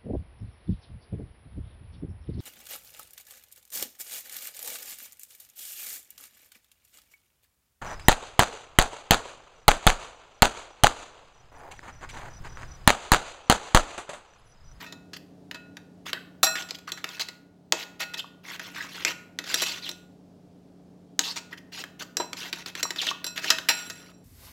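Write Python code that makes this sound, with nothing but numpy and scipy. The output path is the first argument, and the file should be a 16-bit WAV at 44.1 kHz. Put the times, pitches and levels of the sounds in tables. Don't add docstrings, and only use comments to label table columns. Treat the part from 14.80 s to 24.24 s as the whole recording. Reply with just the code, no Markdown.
import sys
import numpy as np
from scipy import signal
from scipy.fft import rfft, irfft, next_fast_len
from scipy.io import wavfile
from scipy.ndimage import uniform_filter1d, map_coordinates

SR = 44100
rng = np.random.default_rng(int(sys.argv[2]) if len(sys.argv) > 2 else 0)


def unload_wav(signal):
    wavfile.write(
        sys.argv[1],
        SR,
        np.round(np.clip(np.atleast_2d(signal).T, -1, 1) * 32767).astype(np.int16),
    )


N = 416304
TIME = np.arange(N) / SR
AGE = np.arange(SR // 2) / SR

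# pitch_hz, level_db
HUM_TONES = [(98, -70.5), (147.5, -66.5), (179.4, -57), (280.5, -64.5), (394, -69), (430, -69.5)]
# time_s, gain_db
HUM_RIDE = [(0, 2), (1.5, 1), (2.4, -3.5), (4.2, .5), (9.44, 0)]
# frequency_hz, gain_db
AIR_EQ = [(20, -28.5), (36, -26), (46, -2.5), (60, -9), (97, -0.5), (125, -2.5), (200, -0.5), (290, 6),
          (350, -4.5), (700, -6.5), (1000, -19), (2000, -28.5), (5000, -29), (16000, -44)]
# frequency_hz, t60_s
ROOM_DECAY = [(200, 0.87), (1500, 0.6), (5000, 0.36), (9000, 0.45), (15000, 0.5)]
# frequency_hz, gain_db
THUD_EQ = [(40, -64.5), (120, -38), (290, 8), (450, 4), (800, 2), (1300, -4), (2500, -37)]
# start_s, level_db
BUMPS = [(2.923, -22.5), (4.28, -36), (4.819, -33.5), (7.399, -27)]
# start_s, level_db, pitch_hz, t60_s
PLOPS = [(1.633, -6, 1270, 0.012), (1.639, -17.5, 760, 0.056), (3.444, -30, 1106, 0.015),
         (6.141, -62.5, 2400, 0.0057), (7.402, -18, 940, 0.025), (7.406, -33, 566, 0.1),
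         (8.054, -16, 1100, 0.0097), (8.313, -22.5, 1136, 0.041), (8.901, -19.5, 896, 0.027)]
# start_s, end_s, level_db, from_hz, to_hz
SLURPS = [(1.331, 1.389, -43, 1786, 1680), (2.399, 2.432, -32, 4290, 4730),
          (3.384, 3.415, -36.5, 3070, 3230), (3.954, 4.031, -39.5, 1507, 1954),
          (4.254, 4.299, -31.5, 2290, 2567), (5.018, 5.101, -39.5, 4560, 2704),
          (6.43, 6.537, -37.5, 3390, 5090), (6.723, 6.74, -40, 1880, 1800), (8.177, 8.225, -31, 4320, 2414),
          (8.265, 8.299, -27.5, 3400, 3100), (8.667, 8.7, -38, 2650, 4620)]
# pitch_hz, level_db, t60_s
RIM_MODES = [(647, -8.5, 0.39), (964, -6, 0.096), (1275, -6, 0.17), (1441, -4, 0.63), (1857, -0.5, 0.16),
             (2500, -10, 0.11), (2592, 0.5, 0.27), (4001, -12, 0.5)]
# pitch_hz, level_db, t60_s
UPPER_MODES = [(3994, 4, .15), (4100, -11.5, 0.41), (5670, 0.5, 0.19), (5630, -10, 0.3), (7560, 0, 0.15),
               (7620, -18.5, 0.5), (10100, -12, 0.1), (10980, -21, .14), (11950, -18, .24),
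               (13100, -19.5, .13), (14704, -24, .15)]
# frequency_hz, gain_db
RASP_EQ = [(40, -67), (150, -39), (350, -6), (600, -6), (900, -1), (1750, -4), (2250, -4), (2900, -1.5),
           (4200, -1.5), (6200, -3), (7700, -9.5), (8900, -18.5), (10500, -18.5), (13600, -17.5),
           (16000, -20)]
# start_s, end_s, level_db, swell_db, pitch_hz
STROKES = [(0.0, 0.06, -42, -8, 1830), (0.358, 0.372, -40, 15, 2750), (1.254, 1.305, -35.5, 1, 2400),
           (1.766, 1.815, -35, -4, 2620), (1.941, 1.96, -36, -2, 3350), (1.983, 1.993, -43.5, 2.5, 2140),
           (2.072, 2.105, -38, -4.5, 1950), (2.26, 2.388, -45, 6.5, 2700), (2.393, 2.434, -30, -5.5, 4500),
           (2.964, 3.038, -37.5, 5.5, 2450), (3.193, 3.239, -32, 10.5, 2850),
           (3.337, 3.349, -30.5, -4.5, 3120), (3.369, 3.405, -32, 5, 3280), (3.633, 3.764, -41, 10, 2200),
           (3.81, 3.942, -44, -7.5, 2100), (3.943, 4.079, -38.5, -6, 1900), (4.08, 4.242, -39.5, 6.5, 2800),
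           (4.257, 4.322, -32, 1.5, 2480), (4.651, 4.744, -35, 7.5, 2900), (4.765, 4.841, -28, 8, 3750),
           (4.855, 5.0, -33.5, -14.5, 3400), (5.011, 5.089, -42, 9.5, 3500), (6.398, 6.421, -33, -10, 3900),
           (6.43, 6.531, -34, -8, 4000), (6.558, 6.593, -31, -8, 4270), (6.707, 6.746, -49.5, -8.5, 1870),
           (6.771, 6.79, -44, -1, 2260), (6.917, 7.025, -37.5, 8.5, 3220), (7.191, 7.233, -34.5, 3, 2310),
           (7.563, 7.701, -35, -6, 3100), (7.736, 7.83, -43, 2, 2900), (7.867, 7.903, -39, -5, 2870),
           (7.96, 8.009, -37, 3.5, 2170), (8.167, 8.314, -33, 9.5, 3450), (8.557, 8.6, -33, -3.5, 2870),
           (8.61, 8.696, -32.5, 16, 3100), (8.735, 8.784, -50, -10.5, 2000), (8.96, 9.095, -44, -6.5, 2600),
           (9.121, 9.319, -54, -3.5, 2400)]
# frequency_hz, gain_db
BODY_EQ = [(60, -63.5), (250, -37.5), (600, -25.5), (1000, -3), (1750, 5), (2150, -2), (2700, -3.5),
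           (4200, -1.5), (6500, -3), (7700, -3.5), (8800, -18.5), (16000, -30.5)]
# frequency_hz, gain_db
CRACK_EQ = [(5000, -45), (8800, -13), (10500, 2), (12300, -1.5), (13800, -0.5), (16000, -9.5)]
# start_s, level_db, centre_hz, t60_s, rim_ring_db
KNOCKS = [(0.063, -48, 3110, 0.2, -46), (0.124, -38, 3490, 0.037, -49), (0.333, -37, 3040, 0.092, -70),
          (0.712, -32, 2280, 0.021, -52), (0.745, -37.5, 2540, 0.065, -43),
          (0.969, -38, 2420, 0.027, -59.5), (1.331, -21, 2220, .017, -42.5), (1.754, -27, 2580, .06, -44),
          (1.822, -35, 4070, .04, -68), (1.888, -41, 3450, 0.1, -70), (1.908, -27.5, 3780, .015, -68),
          (2.174, -40.5, 2640, 0.12, -54.5), (2.242, -24, 2730, 0.022, -44), (2.290, -35, 3650, .012, -56),
          (2.396, -29, 3770, .02, -42), (2.486, -33, 3320, .03, -57), (2.923, -12, 4500, 0.011, -37),
          (3.337, -37.5, 3500, 0.038, -42.5), (3.795, -32.5, 2420, 0.043, -44),
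          (4.249, -16.5, 3200, 0.021, -46.5), (4.278, -30, 2630, 0.0562, -42),
          (4.588, -24.5, 3100, 0.022, -44), (4.640, -36.5, 3050, .045, -64), (4.757, -29.5, 4200, .03, -40),
          (5.114, -36, 5170, .014, -57.5), (6.392, -12, 4640, .012, -52), (6.559, -39.5, 3900, .04, -42),
          (6.729, -38.5, 1980, 0.047, -68), (7.039, -30.5, 2750, .015, -52), (7.531, -28, 3240, 0.017, -53),
          (7.728, -25, 2550, .04, -50), (7.860, -31.5, 3800, 0.043, -48), (7.952, -30, 2880, .025, -56),
          (8.106, -24.5, 3400, 0.019, -43.5), (8.160, -34, 3040, 0.044, -46),
          (8.215, -27, 4040, .11, -62.5), (8.267, -27, 3720, .042, -37.5), (8.313, -40, 1640, 0.022, -46.5),
          (8.577, -27.5, 2840, .03, -41.5), (8.643, -26, 2770, .04, -47), (8.703, -10.5, 4240, .045, -31),
          (8.722, -26, 2560, 0.09, -33), (8.785, -25.5, 2480, 0.023, -45.5)]
# start_s, level_db, centre_hz, t60_s, crack_re_body_db,
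# upper_ring_db, rim_ring_db
CLINKS = [(1.630, -18, 4430, .12, -2, -18.5, -27.5), (1.667, -30.5, 2580, .033, -9, -26, -28),
          (2.119, -27.5, 4380, .022, -12.5, -41, -47), (3.203, -33.5, 2720, .09, -5.5, -41, -33.5),
          (4.742, -17.5, 4260, .03, -8.5, -32, -45.5), (4.819, -25.5, 4260, .12, -5, -28, -35),
          (5.091, -28.5, 3430, .025, -10, -43, -57), (7.369, -19.5, 5800, 0.022, -16, -35.5, -49),
          (7.399, -35.5, 1890, .12, -16, -35, -47.5), (8.029, -20, 4860, .024, -11.5, -30, -41),
          (8.443, -28, 3360, 0.032, -6, -38, -50), (8.465, -33.5, 4640, 0.079, -6, -33.5, -43),
          (8.887, -16, 2810, .12, -8.5, -23.5, -27), (9.099, -33, 4270, .05, -12, -47.5, -43)]


def amp(db):
    return 10 ** (np.asarray(db) / 20)


def unit(x):
    return x / np.sqrt(np.mean(x ** 2) + 1e-20)


def curve(points, hz):
    point_hz, values = np.transpose(points)
    return np.interp(np.log(hz + 1), np.log(point_hz + 1), values)


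def filtered(x, response):
    size = next_fast_len(len(x) + 2048)
    return irfft(rfft(x, size) * response(np.fft.rfftfreq(size, 1 / SR)), size)[:len(x)]


def equalised(x, eq):
    return filtered(x, lambda hz: amp(curve(eq, hz)))


def noise(eq, size):
    return unit(equalised(rng.standard_normal(size), eq))


def wobble(rate, size=N):
    knots = rng.standard_normal(int(size * rate / SR) + 4)
    return map_coordinates(knots, [np.arange(size) * rate / SR])


def patches(shape, cells):
    field = rng.standard_normal(shape)
    for axis, size in enumerate(cells):
        field = uniform_filter1d(uniform_filter1d(field, size, axis), size, axis)
    return unit(field)


def ticks(rate, spread_db):
    hit = rng.random(N) < rate / SR
    return unit(hit * rng.choice([-1, 1], N) * amp(spread_db * np.minimum(rng.standard_normal(N), 2)))


def bell_eq(hz, centre_hz, octaves, height_db):
    return amp(height_db * (np.exp(-.5 * (np.log2((hz + 1) / centre_hz) / octaves) ** 2) - 1))


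def fade(t60):
    return np.exp(-np.log(1000) * AGE / max(t60, 1e-3))


def add(track, start_s, sound):
    part = track[max(round(start_s * SR), 0):][:len(sound)]
    part += sound[:len(part)]


def appliance():
    hum = np.zeros(N)
    for hz, db in HUM_TONES:
        level = amp(db + 0.65 * wobble(3))
        hum += level * unit(np.sin(2 * np.pi * hz * TIME + 0.2 * wobble(4)))
    ride = amp(np.interp(TIME, *np.transpose(HUM_RIDE)))
    return ride * (hum + amp(-56) * noise(AIR_EQ, N))


def kitchen_reverb(x):
    hz, t, spectrum = signal.stft(rng.standard_normal(len(AGE)), SR, nperseg=256)
    decay = amp(-60 * t / curve(ROOM_DECAY, hz)[:, None])
    tail = signal.istft(spectrum * decay, SR, nperseg=256)[1][:len(AGE)] * (1 - fade(0.018))
    early = rng.standard_normal(len(AGE)) * fade(.09) * (1 - fade(.01))
    room = amp(-12) * tail / np.linalg.norm(tail) + amp(-13) * early / np.linalg.norm(early)
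    return signal.fftconvolve(x, room)[:N]


def table_thud():
    push = rng.standard_normal(len(AGE)) * fade(0.085) * (1 - fade(0.0074))
    thud = equalised(push, THUD_EQ)
    return thud * np.linalg.norm(push) / np.linalg.norm(thud)


def bumps():
    out = np.zeros(N)
    for start_s, db in BUMPS:
        add(out, start_s, amp(db) * table_thud())
    return out


def plops():
    out = np.zeros(N)
    for start_s, db, hz, t60 in PLOPS:
        pitch_hz = hz * (1 + 0.18 * (.5 - fade(t60)))
        envelope = amp(db) * fade(t60) * (1 - fade(0.0016))
        add(out, start_s, envelope * np.sin(2 * np.pi * np.cumsum(pitch_hz) / SR))
    return out


def slurps():
    out = np.zeros(N)
    for start_s, end_s, db, from_hz, to_hz in SLURPS:
        size = max(round((end_s - start_s) * SR), 256)
        width_hz = .33 * np.sqrt(from_hz * to_hz)
        phase = 2 * np.pi * np.cumsum(np.geomspace(from_hz, to_hz, size)) / SR
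        hiss = wobble(width_hz, size) * np.sin(phase) + wobble(width_hz, size) * np.cos(phase)
        sputter = amp(4 * wobble(width_hz / 4, size))
        add(out, start_s, amp(db) * unit(hiss * sputter * signal.windows.tukey(size)))
    return out


def bubbles(pitch_at, rate, spread_octaves, cycles):
    count = int(rate * N / SR)
    start_s = rng.random(count) * N / SR
    detune, life, strength = np.clip(rng.standard_normal((count, 3)), -2, 2).T[:, :, None]
    hz = np.clip(pitch_at(start_s)[:, None] * 2 ** (spread_octaves * detune), 900, 15500)
    t = AGE[:SR // 100]
    decay = t * hz / (cycles * np.exp(.5 * life))
    envelope = amp(4.8 * strength) * np.exp(-decay) * (1 - np.exp(-8 * decay))
    bend = 1 + .014 * np.minimum(decay, 4)
    grains = envelope * np.sin(2 * np.pi * hz * t * bend)
    samples = (start_s * SR).astype(int)[:, None] + np.arange(len(t))
    return unit(np.bincount(samples.ravel(), grains.ravel(), N)[:N])


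def glass_ring(modes, spot_scatter_db=1.5):
    tone = np.zeros(len(AGE))
    for hz, db, t60 in modes:
        waver = .5 * wobble(70, size=len(AGE) // 32).repeat(33)[:len(AGE)]
        phase = 2 * np.pi * (hz * AGE + rng.random()) + uniform_filter1d(waver, size=33)
        tone += amp(db + spot_scatter_db * rng.normal()) * fade(t60) * np.sin(phase)
    return tone * (1 - fade(0.0063))


def chatter(start_s=8.9, t60_s=0.84):
    since_s = TIME - start_s
    taps = ticks(rate=130, spread_db=1.5) * (since_s > 0) * amp(-60 * np.abs(since_s) / t60_s)
    glass = filtered(glass_ring(UPPER_MODES), lambda hz: bell_eq(hz, 11000, octaves=0.76, height_db=13))
    return amp(-37.5) * signal.fftconvolve(taps, glass / np.linalg.norm(glass))[:N]


def singing(rub):
    glass = glass_ring(RIM_MODES) + amp(0.5) * glass_ring(UPPER_MODES)
    return amp(-18.5) * signal.fftconvolve(rub, glass / np.linalg.norm(glass))[:N]


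def stroke_pressure(length_s, db, swell_db, arch_db=3, bite_s=0.0073, lift_s=0.0024):
    length_s = max(length_s, bite_s)
    progress = np.minimum(AGE / length_s, 1)
    shape_db = swell_db * (progress - .5) + arch_db * (np.sin(np.pi * progress) - 2 / np.pi)
    bite = np.minimum(AGE / bite_s, 1)
    lift = np.clip(1 - (AGE - length_s) / lift_s, 0, 1)
    return amp(db + shape_db) * bite * lift


def rasp(pitch_at, hollow_db=4.1):
    slips = ticks(rate=6000, spread_db=5.5) * amp(1.8 * wobble(130))
    hz, t, spectrum = signal.stft(equalised(slips, RASP_EQ), SR, nperseg=256)
    gain = bell_eq(hz[:, None], pitch_at(t), octaves=0.56, height_db=6.5)
    gain *= amp(hollow_db * patches(spectrum.shape, cells=(2, 6)))
    gain /= np.sqrt(np.average(gain ** 2, axis=0, weights=amp(curve(RASP_EQ, hz)) ** 2))
    return unit(signal.istft(spectrum * gain, SR, nperseg=256)[1][:N])


def scrapes():
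    pressure = np.zeros(N)
    for start_s, end_s, db, swell_db, _ in STROKES:
        add(pressure, start_s, stroke_pressure(end_s - start_s, db, swell_db))
    starts, ends, _, _, pitch_hz = np.transpose(STROKES)
    pitch_at = lambda t: np.interp(t, np.sort(np.append(starts, ends)), pitch_hz.repeat(2))
    friction = rasp(pitch_at)
    squelch = bubbles(pitch_at, rate=520, spread_octaves=.55, cycles=2.1)
    crackle = bubbles(lambda t: np.full(len(t), 12300), rate=320, spread_octaves=0.19, cycles=2.4)
    wet_scrape = .82 * friction + .57 * squelch
    tearing = pressure ** 0.74
    return amp(-3) * pressure * wet_scrape + amp(-30.5) * tearing * crackle


def spoon_hit(db, centre_hz, t60, crack_db):
    knots_hz = np.arange(0, SR / 2, 330)
    spot_db = 3.8 * np.clip(rng.standard_normal(len(knots_hz)), -1.5, 1.5)
    spot = lambda hz: amp(np.interp(hz, knots_hz, spot_db))
    colour = lambda hz: bell_eq(hz, centre_hz, octaves=1.0, height_db=15.5) * spot(hz)
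    body = filtered(noise(BODY_EQ, len(AGE)), colour) * fade(t60)
    crack = noise(CRACK_EQ, len(AGE)) * fade(0.7 * t60)
    onset = SR // 200
    clack = amp(db) * (body / body[:onset].std() + amp(crack_db) * crack / crack[:onset].std())
    thud_db = -21.5 + 0.74 * db
    return clack * (1 - fade(.002)) + amp(thud_db) * table_thud()


def knocks():
    out = np.zeros(N)
    for start_s, db, centre_hz, t60, rim_db in KNOCKS:
        hit = spoon_hit(db, centre_hz, t60, crack_db=-17)
        add(out, start_s, hit + amp(rim_db) * glass_ring(RIM_MODES))
    return out


def clinks():
    out = np.zeros(N)
    for start_s, db, centre_hz, t60, crack_db, upper_db, rim_db in CLINKS:
        glass = amp(upper_db) * glass_ring(UPPER_MODES) + amp(rim_db) * glass_ring(RIM_MODES)
        add(out, start_s, spoon_hit(db, centre_hz, t60, crack_db) + glass)
    return out


def scene():
    rub = scrapes()
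    bowl = knocks() + clinks() + bumps() + chatter() + rub + singing(rub) + slurps() + plops()
    return (bowl + kitchen_reverb(bowl) + appliance())[None]


def record(dry):
    low_cut_hz, top_hz = 38.0, 16000
    return filtered(dry[0], lambda hz: (hz < top_hz) * hz ** 6 / (hz ** 6 + low_cut_hz ** 6))[None]


dry = scene()
out = record(dry)
unload_wav(out)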